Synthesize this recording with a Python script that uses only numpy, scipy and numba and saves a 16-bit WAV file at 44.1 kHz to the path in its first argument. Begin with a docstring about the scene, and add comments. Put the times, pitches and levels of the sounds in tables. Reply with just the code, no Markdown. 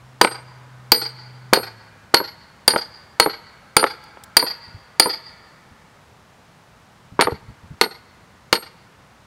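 """Outdoors in a yard, a camera microphone close to a sawn log; a far engine hums and swells.
A club hammer drives a steel wedge in: each blow cracks, rings the steel and knocks the log; walls and
trees answer. Hard blows clip for a few milliseconds before the limiter ducks them. The engine dies away
as the wedge starts to lean, so the log rocks and drops back. Fibres snap in the split, boots shift on
the turf, and after a pause three light taps set the wedge upright again."""
import sys
import numpy as np
from scipy import signal
from scipy.fft import rfft, irfft, next_fast_len
from scipy.io import wavfile
from scipy.ndimage import minimum_filter1d
from numba import njit

SR = 44100
rng = np.random.default_rng(int(sys.argv[2]) if len(sys.argv) > 2 else 0)


def dump_mix(stems):
    """Bounce the given channels to the path in sys.argv[1] as a 16-bit WAV at rate SR."""
    frames = np.atleast_2d(stems).T  # one column per channel
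    limited = np.clip(frames, -1, 1)  # hard clip at full scale
    pcm = np.round(limited * 32767).astype(np.int16)
    wavfile.write(sys.argv[1], SR, pcm)


N = 408363
AGE = np.arange(int(.45 * SR)) / SR  # seconds since a hit
SHORT = int(.13 * SR)  # samples in a knock or crack

# The hammer, close to the microphone. Each row: start in seconds, force on the steel in dB, knock in
# the log in dB, lean of the wedge from 0 to 1, aim from centre 0 to edge 1.
HAMMER_BLOWS = [(0.214, -7, -20, 0, 1), (.919, -1, -19, 0, 0.64), (1.534, -4.5, -21.5, 0.41, 0.6),
                (2.144, -7.5, -23, 0.71, 0.045), (2.679, -2.5, -20, 0.74, 0.75),
                (3.199, -5, -19.5, 0.99, 0.34), (3.7667, -2.5, -16.5, 0.99, 0.74),
                (4.368, 0, -19.5, 0.78, 0.46), (4.9978, -0.5, -19, .93, 0.6), (7.2101, -13, -32, .95, 0.64),
                (7.8127, -12.5, -29, 0.17, 0.57), (8.5279, -11, -29, 0.04, 0.64)]
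# Wedge and hammer head ringing. Each row: pitch in Hz, relative level in dB, t60 in seconds, family.
STEEL_MODES = [(4321, -3.5, 0.07, "clang"), (4416, -8, .08, "clang"), (4210, -8.5, 0.029, "clang"),
               (4630, -4.5, 0.037, "clang"), (5270, -15, 0.028, "clang"), (4782, -2, 0.089, "peal"),
               (4700, -4, 0.049, "peal"), (4827, -3, 0.041, "peal"), (4870, -12.5, .06, "peal"),
               (8576, -11, 0.26, "ping"), (9257, -6.5, 0.12, "chink"), (9183, -13, .09, "chink"),
               (9700, -23, .08, "chink"), (12550, -29, .1, "chink"), (13405, -29.5, .1, "chink"),
               (11502, -6, 0.24, "sing"), (7605, -31, 0.31, "sing"), (10900, -21, 0.033, "chink"),
               (15900, -36.5, .22, "chink"), (14200, -1, 0.1, "sheen"), (15800, -14.5, .2, "sheen"),
               (10400, -14.5, .12, "sheen")]
# How each family of modes answers a blow. Each row: gain at full force in dB, dB per dB of force,
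# dB added at full lean, dB added at the edge.
FAMILY_RESPONSE = {"clang": (24, 1.5, -2.5, -16), "peal": (15, 3.5, -6, 8), "ping": (-20, 1.3, -13.5, 27),
                   "chink": (-7.5, 1.66, 13, 15.5), "sing": (-2, 1.1, -1, -10),
                   "sheen": (13, 3, -18, -10.5)}
# The crack of contact, heard close. Each row: frequency in Hz, relative noise density in dB.
CRACK_SPECTRUM = [(100, -21), (400, -8), (950, -1), (1500, -0.5), (2300, 0.5), (3300, 2), (4600, 0.5),
                  (6000, -10.5), (10000, -11.5), (16000, -25)]


def hammer_blows(crack_db=8, log_db=22, lean_tilt_db=2.5, grip_detune=.0007):
    """Steel on steel: a crack, the wedge grinding into fibres, the log's knock, both tools ringing."""
    out = np.zeros(N)
    hz, db, t60 = np.transpose([mode[:3] for mode in STEEL_MODES])
    full_db, growth, lean_db, edge_db = np.transpose([FAMILY_RESPONSE[mode[-1]] for mode in STEEL_MODES])
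    for start, force_db, knock_db, lean, aim in HAMMER_BLOWS:
        crack = amp(crack_db) * fade(.054, SHORT) * noise(CRACK_SPECTRUM, SHORT)
        grind = fade(.07, SHORT) * lowpass(noise(CRACK_SPECTRUM, SHORT), hz=3000)
        tilt = lean_tilt_db * (lean - .5)  # the log knocks brighter as the split opens
        wood = log_ring(detune=.035, scatter_db=.95, damping=1.15, db_per_octave=tilt)
        add(out, start, amp(force_db) * (crack + grind) + amp(log_db + knock_db) * wood)
        levels = db + full_db + growth * force_db + lean_db * lean + edge_db * aim
        pitches = hz * (1 + grip_detune * rng.standard_normal(len(hz)))  # the wood's grip bends them
        phases = rng.uniform(0, 2 * np.pi, len(hz))
        add(out, start, ring(pitches, levels, t60, phases, beat_db=4))  # beats as the hammer recoils
    return out


# The log's resonances. Each row: pitch in Hz, relative level in dB, t60 in seconds before damping.
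LOG_MODES = [(194, -14, 0.11), (264, -14, 0.13), (348, -5, 0.1), (434.4, -4.5, 0.12), (498.7, -3.5, .115),
             (652, -7, 0.092), (810, -3, .07), (908, 0, 0.089), (1045, -2, .05), (1236, -2, 0.066),
             (1426, -3, 0.083), (1693, -0.5, 0.04), (1943, -2, 0.025), (2238, 1, .03), (2934, -7.5, 0.031),
             (3414, -8, .04)]
PIVOT_HZ = 800  # the log's spectrum tilts about this pitch


def log_ring(detune, scatter_db, damping, db_per_octave):
    """The slotted log rings a little differently wherever it is hit."""
    hz, db, t60 = np.transpose(LOG_MODES)
    strength, pitch, side = rng.standard_normal((3, len(LOG_MODES)))
    levels = db + scatter_db * strength + db_per_octave * np.log2(hz / PIVOT_HZ)
    return ring(hz * np.exp(detune * pitch), levels, t60 / damping, np.pi * (side > 0), SHORT)


def log_drops(full_lean_flight_s=.0612, bright_hz=1500, hop_share=.18):
    """A leaning wedge tips the log, which lands and hops once more; gives rows like WOOD_KNOCKS."""
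    rows = []
    for start, _, _, lean, _ in HAMMER_BLOWS:
        flight = full_lean_flight_s - .016 * (1 - lean)
        db = 1 - 20 * (1 - lean)  # with the wedge upright the log hardly lifts
        rows.append((start + flight, db, bright_hz))
        rows.append((start + flight * (1 + hop_share), db - 3, bright_hz / 2))
    return rows


# The hammer grazing wood and slabs clacking together, close by.
# Each row: start in seconds, level in dB, brightness as a low-pass cutoff in Hz.
WOOD_KNOCKS = [(.212, 4, 3035), (0.247, 11, 4030), (1.5285, 10, 800), (1.57, 5.5, 796.4), (2.1396, 5, 1500),
               (2.76, 2, 2198), (3.840, 5.5, 2400), (4.171, -27.5, 1821), (7.1916, 8, 1000),
               (7.199, 3, 2400), (7.222, 5.5, 3200), (7.32, -9.5, 650)]


def wood_knocks(body_db=-8, rasp_db=-10, contact_s=.0012):
    """Glancing touches and the log dropping back after a blow; softer contacts are duller."""
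    out = np.zeros(N)
    contact = 1 - np.exp(-AGE[:SHORT] / contact_s)
    for start, db, bright_hz in WOOD_KNOCKS + log_drops():
        tilt = np.log2(bright_hz / PIVOT_HZ)
        body = amp(body_db) * log_ring(detune=.06, scatter_db=1.5, damping=2.8, db_per_octave=tilt)
        rasp = amp(rasp_db) * fade(.026, SHORT) * noise(CRACK_SPECTRUM, SHORT)
        add(out, start, amp(db) * lowpass(contact * (body + rasp), bright_hz))
    return out


# Faint ticks from inside the split. Each row: start in seconds, level in dB.
FIBRE_SNAPS = [(4.039, -46.5), (4.237, -32.5)]


def fibre_snaps(t60=.025):
    """Strained wood fibres let go a moment after a blow with a thin, bright tick."""
    out = np.zeros(N)
    spectrum = [(500, -21.5), (2500, -8), (6000, -2), (9500, -2), (15000, -6.5)]
    for start, db in FIBRE_SNAPS:
        add(out, start, amp(db) * fade(t60, SHORT) * noise(spectrum, SHORT))
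    return out


# Boots on the turf beside the log. Each row: start in seconds, relative level in dB.
BOOT_THUDS = [(4.743, -31), (5.713, -38), (7.119, -31), (7.32, -21), (7.482, -27), (7.702, -25)]


def boot_thuds(level_db=-1, heel_lead_s=.07, heel_db=-7.5):
    """Weight shifting on soft ground, a lighter heel touch before each thud."""
    out = np.zeros(N)
    spectrum = [(30, -23), (75, 1), (140, 0), (260, -12.5), (600, -49), (3000, -62)]
    envelope = fade(.13, SHORT) * (1 - np.exp(-AGE[:SHORT] / .0044))
    heels = [(start - heel_lead_s, db + heel_db) for start, db in BOOT_THUDS]
    for start, db in BOOT_THUDS + heels:
        add(out, start, amp(db + level_db) * envelope * noise(spectrum, SHORT))
    return out


# Walls and trees around the microphone. Each row: delay in seconds, level in dB, smear in seconds.
YARD_ECHOES = [(0.021, -20.5, 0.015), (.05, -44.5, 0.068), (.094, -38.5, 0.026), (.13, -42.5, 0.033),
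               (0.164, -55, .04), (.258, -56.5, .11)]
# The colour of what they send back. Each row: frequency in Hz, relative level in dB.
ECHO_SPECTRUM = [(150, -5.5), (500, -5.5), (1100, -1.5), (2000, 0.5), (3300, -5), (4600, 2.5), (6500, -7),
                 (9000, -18.5), (15000, -35)]
# The yard's lingering tail. Each row: frequency in Hz, t60 in seconds.
YARD_DECAY = [(200, .6), (1400, 4.3), (4600, 1.16), (9000, 0.56), (15000, .3)]


def yard_echoes(x, tail_db=-44):
    """Smeared reflections from walls and trees, then a faint long tail."""
    hz, t, bands = signal.stft(noise(ECHO_SPECTRUM, SR), SR, nperseg=256)
    decay = amp(-60 * t / along(YARD_DECAY, hz)[:, None])
    response = signal.istft(bands * decay, SR, nperseg=256)[1]
    response *= amp(tail_db) / np.linalg.norm(response)
    onset = 1 - np.exp(-AGE / .0023)
    for delay, db, smear in YARD_ECHOES:
        burst = noise(ECHO_SPECTRUM, len(AGE)) * fade(3 * smear) * onset
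        add(response, delay, amp(db) * burst / np.linalg.norm(burst))
    return signal.oaconvolve(x, response)[:N]


def far_engine(running_hz=126, idle_hz=96, waver_hz=.87, peak_db=-42.5, throttle_off_s=1.5):
    """A distant engine's hum swells, then sinks to idle and fades once the throttle closes."""
    t = np.arange(N) / SR
    before, after = np.maximum(throttle_off_s - t, 0), np.maximum(t - throttle_off_s, 0)
    hz = idle_hz + (running_hz - idle_hz) * np.exp(-after / .36)
    db = peak_db - 3.5 * before - 26 * after  # swell and fade in dB per second
    waver = unit(lowpass(rng.standard_normal(N), hz=6))
    phase = 2 * np.pi * np.cumsum(hz + waver_hz * waver) / SR
    return amp(db) * np.sqrt(2) * np.sin(phase)


# Open air all around the microphone. Each row: frequency in Hz, relative noise density in dB.
AIR_SPECTRUM = [(25, -15), (60, -3), (130, -0.5), (200, -3.5), (300, -11.5), (600, -10), (1100, -10),
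                (1700, -13.5), (2600, -19.5), (5000, -24), (9000, -31), (16000, -41)]


def open_air(level_db=-50.5, calm_db_per_s=.03):
    """A soft, low rush of outdoor air that slowly calms."""
    t = np.arange(N) / SR
    return amp(level_db - calm_db_per_s * t) * noise(AIR_SPECTRUM, N)


def ring(hz, db, t60, phase, size=None, beat_db=0, beat_hz=14):
    """A sum of damped sines; with beat_db each swells and sinks at its own rate around beat_hz."""
    angles = (2 * np.pi * hz[:, None] * AGE[:size] + phase[:, None]).astype(np.float32)
    modes = fade(t60[:, None], size) * np.sin(angles)
    if beat_db:
        rate, offset = rng.uniform(size=(2, len(hz), 1))
        beat_cycles = beat_hz * (.5 + rate) * AGE[:size] + offset
        modes *= amp(beat_db * np.sin(2 * np.pi * beat_cycles, dtype=np.float32))
    return amp(db) @ modes


def amp(db):
    """Decibels to gain."""
    return 10 ** (np.asarray(db) / 20)


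def unit(x):
    """Scale to rms 1."""
    return x / np.sqrt(np.mean(x ** 2) + 1e-20)


def along(points, hz):
    """Read (Hz, value) points on a log frequency axis."""
    freqs, values = np.transpose(points)
    return np.interp(np.log(hz + 1), np.log(freqs), values)


def fade(t60, size=None):
    """Exponential decay, 60 dB down after t60 seconds."""
    return np.exp(-np.log(1000) * AGE[:size] / np.maximum(t60, 1e-4))


def noise(spectrum, size):
    """Noise of rms 1, coloured by (Hz, dB) points."""
    padded = next_fast_len(size)
    colour = amp(along(spectrum, np.fft.rfftfreq(padded, 1 / SR)))
    return unit(irfft(rfft(rng.standard_normal(padded)) * colour, padded)[:size])


def lowpass(x, hz, order=2):
    """Causal low-pass."""
    return signal.sosfilt(signal.butter(order, hz, fs=SR, output="sos"), x)


def add(track, start, sound):
    """Mix a sound in, start seconds along the track."""
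    span = track[max(round(start * SR), 0):][:len(sound)]
    span += sound[:len(span)]


def scene():
    """At the microphone, in mono: the close work, its echoes, boots, a far engine and open air."""
    work = hammer_blows() + wood_knocks() + fibre_snaps()
    return (work + yard_echoes(work) + boot_thuds() + far_engine() + open_air())[None]


@njit
def limiter_gain(level_db, ceiling_db, attack, release):
    """Gain in dB that quickly pulls peaks towards the ceiling and relaxes more slowly."""
    gain, now = np.zeros(len(level_db)), 0.
    for i in range(len(level_db)):
        need = min(ceiling_db - level_db[i], 0.)
        now += (need - now) * (attack if need < now else release)
        gain[i] = now
    return gain


def record(dry, ceiling_db=-7, attack_s=.0055, release_s=.016, low_cut_hz=45, top_hz=15800):
    """The camera's input: a limiter too slow for the attack, clipping, a low cut and a band limit."""
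    x = dry[0]
    peak = -minimum_filter1d(-np.abs(x), size=33, origin=16)
    peak_db = 20 * np.log10(peak + 1e-9)
    gain_db = limiter_gain(peak_db, ceiling_db, 1 / (attack_s * SR), 1 / (release_s * SR))
    clipped = np.clip(x * amp(gain_db), -1, 1)
    thinned = clipped - lowpass(clipped, low_cut_hz, order=1)
    return signal.oaconvolve(thinned, signal.firwin(255, top_hz, fs=SR), "same")[None]


dry = scene()
out = record(dry)
dump_mix(out)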